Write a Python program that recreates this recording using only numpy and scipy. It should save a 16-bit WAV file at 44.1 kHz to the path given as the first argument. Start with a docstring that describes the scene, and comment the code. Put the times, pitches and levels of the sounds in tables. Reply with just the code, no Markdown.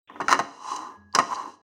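"""A metal lever citrus press, handled close up on a table in a small room.
Its loose parts knock and rattle: each contact is a clunk with a steel ring, some with a hollow
clank or a ping on top. The ram slides along its post with a dry grind of tiny slips and hissing
grit, over the rumble of the base and a low groan. Faint tones hang in the pause, then the parts
clack twice and the ram slides again."""
import sys
import numpy as np
from scipy import signal
from scipy.fft import rfft, irfft, next_fast_len
from scipy.io import wavfile
from scipy.ndimage import uniform_filter1d, map_coordinates

SR = 44100
rng = np.random.default_rng(int(sys.argv[2]) if len(sys.argv) > 2 else 0)


def int16_out(signal):
    """Quantize to a 16-bit WAV file."""
    q = np.round(np.clip(np.atleast_2d(signal).T, -1, 1) * 32767)
    wavfile.write(sys.argv[1], SR, q.astype(np.int16))


N = 72765

# metal-on-metal hits: start_s, level_db, thud_db, brightness_db, hardness_db
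KNOCKS = [(0.0981, -37.5, 2, -14.5, 0), (0.159, -31, 4, -22, -6), (0.2013, -22.5, 19, -37.5, -2.5),
          (0.2049, -18.5, 6, -5.5, -11), (0.214, -21.5, 9.5, -3, -5), (0.283, -15.5, -6, 3, 3),
          (0.2927, -15, -1.5, 2.5, 1.5), (0.3034, -19.5, -5, 9, -5.5), (.310, -16, 1, 7.5, 1),
          (0.3159, -14, 0.5, 8, -5.5), (0.3273, -8.5, -12, 1, 9), (.332, -11.5, 0.5, -1.5, 0.5),
          (0.344, -19.5, 14.5, 1, 4.5), (0.3911, -17, 4, 6, -4.5), (0.3983, -17, 14.5, -0.5, 1),
          (.7615, -36, -0.5, 23.5, -10.5), (1.1498, -14.5, 5, 16.5, -5.5), (1.1578, -14.5, 11.5, -2, 2.5),
          (1.1876, -15, 7.5, 11.5, -0.5), (1.202, -16, 11, -7.5, 5.5)]
# tone of a hit through the whole press: frequency_hz, level_db
CLUNK_EQ = [(60, -57), (100, -30), (155, -20.5), (280, -11.5), (520, -13), (750, -3.5), (1080, 4.5),
            (1500, -4.5), (1950, -5.5), (2400, -18), (2850, -13), (3500, -30), (4000, -17.5), (4600, -22.5),
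            (6200, -20), (8000, -31), (10000, -35.5), (12500, -51.5), (15500, -46)]
# dense ring of the casting: frequency_hz, t60_s
CLATTER_DECAY = [(150, 0.22), (1000, .06), (3000, .055), (10000, 0.03)]
# modes of the steel cone, funnel and post: pitch_hz, level_db, t60_s
STEEL_MODES = [(299, -36.5, 0.6), (373, -16.5, 0.2), (710, -21.5, .15), (949, -12, 0.19), (1067, -1, .19),
               (1255, -1.5, 0.1), (1458, -31.5, .18), (1853, -14.5, 0.12), (2132, -31, .22),
               (2792, -36.5, 0.24), (3010, -36.5, .4), (3986, -31, 0.16), (4940, -41.5, 0.14),
               (5950, -39.5, 0.62), (9260, -52.5, .3)]
# the hollow funnel is struck and bounces: start_s, level_db, pitch_hz
FUNNEL_CLANKS = [(.2834, -10, 1330), (.3148, -13, 1130), (.353, -18, 1270), (1.1876, -5, 1150),
                 (1.1932, -8, 1100), (1.1988, -9, 1090)]
# single parts ping when touched: start_s, level_db, pitch_hz
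PINGS = [(.3915, -19, 692.4), (1.1274, -39, 4680), (1.1518, -7.5, 5730), (1.3571, -29, 4630)]
# envelopes of the sliding ram: time_s, grind_db, hiss_db
SLIDE_LEVELS = [(.075, -86, -86), (.1, -51, -89), (.27, -62, -58), (.525, -50, -62), (.598, -51, -61),
                (.648, -39.5, -52.5), (.722, -32.5, -44), (.778, -36, -51.5), (.83, -37.5, -56.5),
                (.90, -43, -65.5), (.96, -52.5, -77), (1.0, -63.5, -100), (1.125, -79, -85),
                (1.144, -35, -59), (1.24, -44.5, -54), (1.29, -36, -53), (1.333, -26.5, -49),
                (1.349, -42, -44.5), (1.366, -31.5, -54.5), (1.415, -34, -53.5), (1.447, -40, -60),
                (1.485, -42.5, -58), (1.55, -59.5, -66.5), (1.61, -81, -100)]
# resonances of ram and post: pitch_hz, width_hz, level_db
RUB_MODES = [(831.4, 47, -2), (1023.5, 61.5, 7), (1192, 110, -3.5)]
# tone of the fine grit: frequency_hz, level_db
HISS_EQ = [(2200, -14.5), (2900, 1), (3600, -14.5), (4000, -0.5), (4500, -7.5), (6100, -1), (7500, -9),
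           (10000, -20.5), (12500, -45), (14800, -49.5)]
# the ram catches and jumps: start_s, level_db
RAM_CATCHES = [(.718, -19), (1.31, -24.5), (1.32, -24), (1.3337, -18), (1.457, -26.5)]
# envelope shared by the base's rumble and the post's groan: time_s, level_db
RUMBLE_LEVELS = [(.075, -88), (.1, -53.5), (.2, -48.5), (.42, -45), (.52, -63), (.6, -92), (.72, -49.5),
                 (.8, -53.5), (.93, -56.5), (1.0, -72.5), (1.12, -83.5), (1.24, -47.5), (1.38, -58),
                 (1.48, -46.5), (1.61, -88)]
# tone of the base on the table: frequency_hz, level_db
BASE_EQ = [(60, -31), (92, -8.5), (125, -26.5), (250, 0.5), (420, -5), (700, -13), (4000, -48.5)]
# low resonance of the post, gliding as the ram travels: time_s, pitch_hz
GROAN_GLIDE = [(.1, 295), (.74, 265), (.88, 350), (.95, 440), (1.2, 300)]
# faint tones in the pause: start_s, pitch_hz, level_db, t60_s, flutter_depth
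HANGING_TONES = [(.962, 205, -46, .65, .3), (.968, 88, -54, 1.0, .6), (.89, 1663, -56, 2.5, 0)]
# tone of skin on metal: frequency_hz, level_db
GRIP_EQ = [(900, -12), (1800, -3.5), (3600, 1), (4100, -53)]
# reverb of the small room: frequency_hz, t60_s
ROOM_DECAY = [(100, 0.15), (300, 0.85), (1000, 0.38), (5000, 0.47), (14000, 0.12)]
# faint noise floor: frequency_hz, level_db
FLOOR_EQ = [(50, -18), (90, 3.5), (140, -8.5), (1000, -28.5), (3000, -43.5), (15000, -50.5)]

THUD_HZ, BRIGHT_HZ = 376, 3000  # corners of each knock's low and high shelf
CLATTER_DB, RING_DB, RING_RISE_S = 3, -13.5, .00092
CLANK_T60_S, CLANK_UPPER_RATIO, CLANK_UPPER_DB = .022, 1.7, -14
PING_CYCLES, PING_JITTER_RAD, STRIKE_RISE_S = 52, .16, .00009
SLIPS_PER_S, SLIP_SPREAD_DB, GRIT_PER_S, GRIT_SPREAD_DB = 900, 1, 12000, 3.5
RUB_BED_DB, RUB_BED_CUTOFF_HZ = -7, 1350  # broad layer under the rub's resonances
OVERTONE_DB, OVERTONE_Q, OVERTONES_FROM_HZ = 5.5, 50, 1400
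RIPPLE_DB, RIPPLE_GAP_HZ, RIPPLE_FROM_HZ = 3.5, 130.2, 4500
GROAN_DB, FLUTTER_HZ = -2, 12  # groan level is relative to the rumble
GRIP_START_S, GRIP_FADE_S, GRIP_DB = .075, .2, -59
ROOM_DB, ROOM_DELAY_S, FLOOR_DB = -15, .006, -77.5
GATE_OPEN_S, GATE_CLOSE_S, LOW_CUT_HZ, HIGH_CUT_HZ = .075, 1.617, 60, 16000


def knocks():
    """Each contact is a sharp blow, a short dense clatter and the ring of the steel parts."""
    out, t = np.zeros(N), np.arange(SR * 2 // 3) / SR
    clunk_peak = np.abs(impulse_response(lambda hz: along(CLUNK_EQ, hz))).max()
    for start_s, level_db, thud_db, bright_db, hardness_db in KNOCKS:
        def shelves_db(hz):
            thud = thud_db / (1 + (hz / THUD_HZ) ** 2)
            return thud + bright_db * (1 - 1 / (1 + (hz / BRIGHT_HZ) ** 4))

        force = amp(CLATTER_DB) * noise_tail(CLATTER_DECAY)
        force[0] += amp(hardness_db)  # the first blow
        clunk = impulse_response(lambda hz: along(CLUNK_EQ, hz) + shelves_db(hz)) / clunk_peak
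        add(out, start_s, amp(level_db) * signal.fftconvolve(force, clunk))
        ring = np.zeros(len(t))
        for hz, mode_db, t60_s in STEEL_MODES:
            gain = amp(mode_db + rng.normal(0, 1.8) + shelves_db(hz) / 2)
            phase = 2 * np.pi * (hz * t + rng.random())
            ring += gain * np.sin(phase) * envelope(t, RING_RISE_S, t60_s)
        add(out, start_s, amp(level_db + RING_DB) * ring)
    return out


def funnel_clanks():
    """Each blow on the funnel gives a short hollow note of two modes."""
    out, t = np.zeros(N), np.arange(N) / SR
    for start_s, level_db, hz in FUNNEL_CLANKS:
        phase = 2 * np.pi * hz * t
        note = np.sin(phase) + amp(CLANK_UPPER_DB) * np.sin(CLANK_UPPER_RATIO * phase)
        add(out, start_s, amp(level_db) * note * envelope(t, STRIKE_RISE_S, CLANK_T60_S))
    return out


def pings():
    """One part rings briefly at its own pitch; higher parts die sooner."""
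    out, t = np.zeros(N), np.arange(N) / SR
    for start_s, level_db, hz in PINGS:
        ring = np.sin(2 * np.pi * hz * t + PING_JITTER_RAD * flutter(hz / 10))
        add(out, start_s, amp(level_db) * ring * envelope(t, STRIKE_RISE_S, PING_CYCLES / hz))
    return out


def ram_slide():
    """Uneven slips ring the post; fine grit hisses; now and then the ram catches."""
    grind_db, hiss_db = automation(SLIDE_LEVELS)
    slips = unit(filtered(grains(SLIPS_PER_S, SLIP_SPREAD_DB), rub_response))
    grit = grains(GRIT_PER_S, GRIT_SPREAD_DB)
    bed = filtered(grit, lambda hz: 1 / (1 + (hz / RUB_BED_CUTOFF_HZ) ** 2))
    grind = slips + amp(RUB_BED_DB) * coloured(bed, CLUNK_EQ)
    hiss = coloured(grains(GRIT_PER_S, GRIT_SPREAD_DB), HISS_EQ)
    out = amp(grind_db) * grind + amp(hiss_db) * hiss
    jump = filtered(np.ones(1), rub_response)
    for start_s, level_db in RAM_CATCHES:
        add(out, start_s, amp(level_db) * jump / np.abs(jump).max())
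    return out


def rub_response(hz):
    """Ram and post resonate as band-passes of alternating polarity."""
    return sum((-1) ** k * amp(db) * 1j * hz * width / (pitch ** 2 - hz ** 2 + 1j * hz * width)
               for k, (pitch, width, db) in enumerate(RUB_MODES))


def steel_overtones(x):
    """The metal lifts narrow bands at its upper modes; countless small ones ripple the top end."""
    bumps = rng.standard_normal(1024)

    def eq_db(hz):
        peaks = sum(1 / (1 + (2 * OVERTONE_Q * (hz / pitch - 1)) ** 2)
                    for pitch, _, _ in STEEL_MODES if pitch > OVERTONES_FROM_HZ)
        ripple = map_coordinates(bumps, [hz / RIPPLE_GAP_HZ], mode="mirror")
        top_end = hz ** 4 / (hz ** 4 + RIPPLE_FROM_HZ ** 4)
        return OVERTONE_DB * peaks + RIPPLE_DB * ripple * top_end

    return signal.fftconvolve(x, impulse_response(eq_db))[:N]


def rumble_and_groan():
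    """The base rumbles on the table and the post groans: a narrow noise band gliding in pitch."""
    (level_db,), (groan_hz,) = automation(RUMBLE_LEVELS), automation(GROAN_GLIDE)
    carrier = np.exp(2j * np.pi * np.cumsum(groan_hz) / SR)
    groan = unit(np.real(signal.hilbert(flutter(FLUTTER_HZ)) * carrier))
    rumble = coloured(rng.standard_normal(N), BASE_EQ)
    return amp(level_db) * (rumble + amp(GROAN_DB) * groan)


def hanging_tones():
    """Faint tones hang on while the ram rests; the low ones waver in level."""
    out, t = np.zeros(N), np.arange(N) / SR
    for start_s, hz, level_db, t60_s, depth in HANGING_TONES:
        tone = np.sin(2 * np.pi * hz * t) * (1 + depth * flutter(FLUTTER_HZ))
        add(out, start_s, amp(level_db) * tone * envelope(t, rise_s=.025, t60_s=t60_s))
    return out


def hand_grip():
    """Skin brushes the metal as the hand takes hold, and the rustle fades."""
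    out, t = np.zeros(N), np.arange(N) / SR
    rustle = coloured(rng.standard_normal(N), GRIP_EQ)
    add(out, GRIP_START_S, amp(GRIP_DB) * rustle * np.exp(-(t / GRIP_FADE_S) ** 2))
    return out


def room(press):
    """The small room answers with a short reverb over a faint noise floor."""
    out = amp(FLOOR_DB) * coloured(rng.standard_normal(N), FLOOR_EQ)
    add(out, ROOM_DELAY_S, amp(ROOM_DB) * signal.fftconvolve(press, noise_tail(ROOM_DECAY)))
    return out


def amp(db):
    return 10 ** (np.asarray(db) / 20)


def unit(x):
    """x at rms 1."""
    return x / np.sqrt(np.mean(x ** 2) + 1e-20)


def along(points, hz):
    """Read (frequency_hz, value) points on a log frequency axis."""
    frequencies, values = np.transpose(points)
    return np.interp(np.log(hz + 1), np.log(frequencies + 1), values)


def automation(rows):
    """One value per sample for each column after the time."""
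    times, *columns = np.transpose(rows)
    return [np.interp(np.arange(N) / SR, times, column) for column in columns]


def filtered(x, response):
    """x through a complex frequency response."""
    size = next_fast_len(N + SR // 2)
    return irfft(rfft(x, size) * response(np.fft.rfftfreq(size, 1 / SR)), size)[:N]


def coloured(x, eq):
    """x through an EQ curve, at rms 1."""
    return unit(filtered(x, lambda hz: amp(along(eq, hz))))


def impulse_response(db_of_hz, size=4096):
    """The minimum-phase click that has this spectrum."""
    cepstrum = irfft(np.log(amp(db_of_hz(np.fft.rfftfreq(size, 1 / SR)))))
    cepstrum[1:size // 2] *= 2
    cepstrum[size // 2 + 1:] = 0
    return irfft(np.exp(rfft(cepstrum)))


def noise_tail(decay):
    """Noise whose bands each die at their own speed, energy 1."""
    hz, t, bands = signal.stft(rng.standard_normal(SR * 2 // 3), SR, nperseg=128)
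    fade = amp(-60 * t / along(decay, hz)[:, None])
    tail = signal.istft(bands * fade, SR, nperseg=128)[1]
    return tail / np.linalg.norm(tail)


def envelope(t, rise_s, t60_s):
    """A rounded attack and a decay of 60 dB per t60_s."""
    return (1 - np.exp(-t / rise_s)) * amp(-60 * t / t60_s)


def grains(per_s, spread_db):
    """Random tiny impulses of scattered size."""
    clicks = (rng.random(N) < per_s / SR) * rng.choice([-1, 1], N)
    return clicks * amp(spread_db * np.clip(rng.standard_normal(N), -2, 2))


def flutter(width_hz):
    """Slow noise of rms 1, rolling off around width_hz."""
    return unit(filtered(rng.standard_normal(N), lambda hz: np.exp(-(hz / width_hz) ** 2)))


def add(out, start_s, x):
    """Mix x into out at start_s."""
    i = round(start_s * SR)
    out[i:i + len(x)] += x[:N - i]


def scene():
    """All layers of the press and the room around it, in mono."""
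    metal = steel_overtones(knocks() + ram_slide()) + funnel_clanks() + pings()
    press = metal + rumble_and_groan() + hanging_tones() + hand_grip()
    return (press + room(press))[None]


def record(dry):
    """Both ends fall silent with a soft fade; the microphone drops the deep bass and the very top."""
    t = np.arange(N) / SR
    gate = uniform_filter1d(1.0 * ((t > GATE_OPEN_S) & (t < GATE_CLOSE_S)), size=128)
    microphone = lambda hz: (hz < HIGH_CUT_HZ) * hz ** 2 / np.hypot(hz ** 2, LOW_CUT_HZ ** 2)
    return filtered(dry[0] * gate, microphone)[None]


dry = scene()
out = record(dry)
int16_out(out)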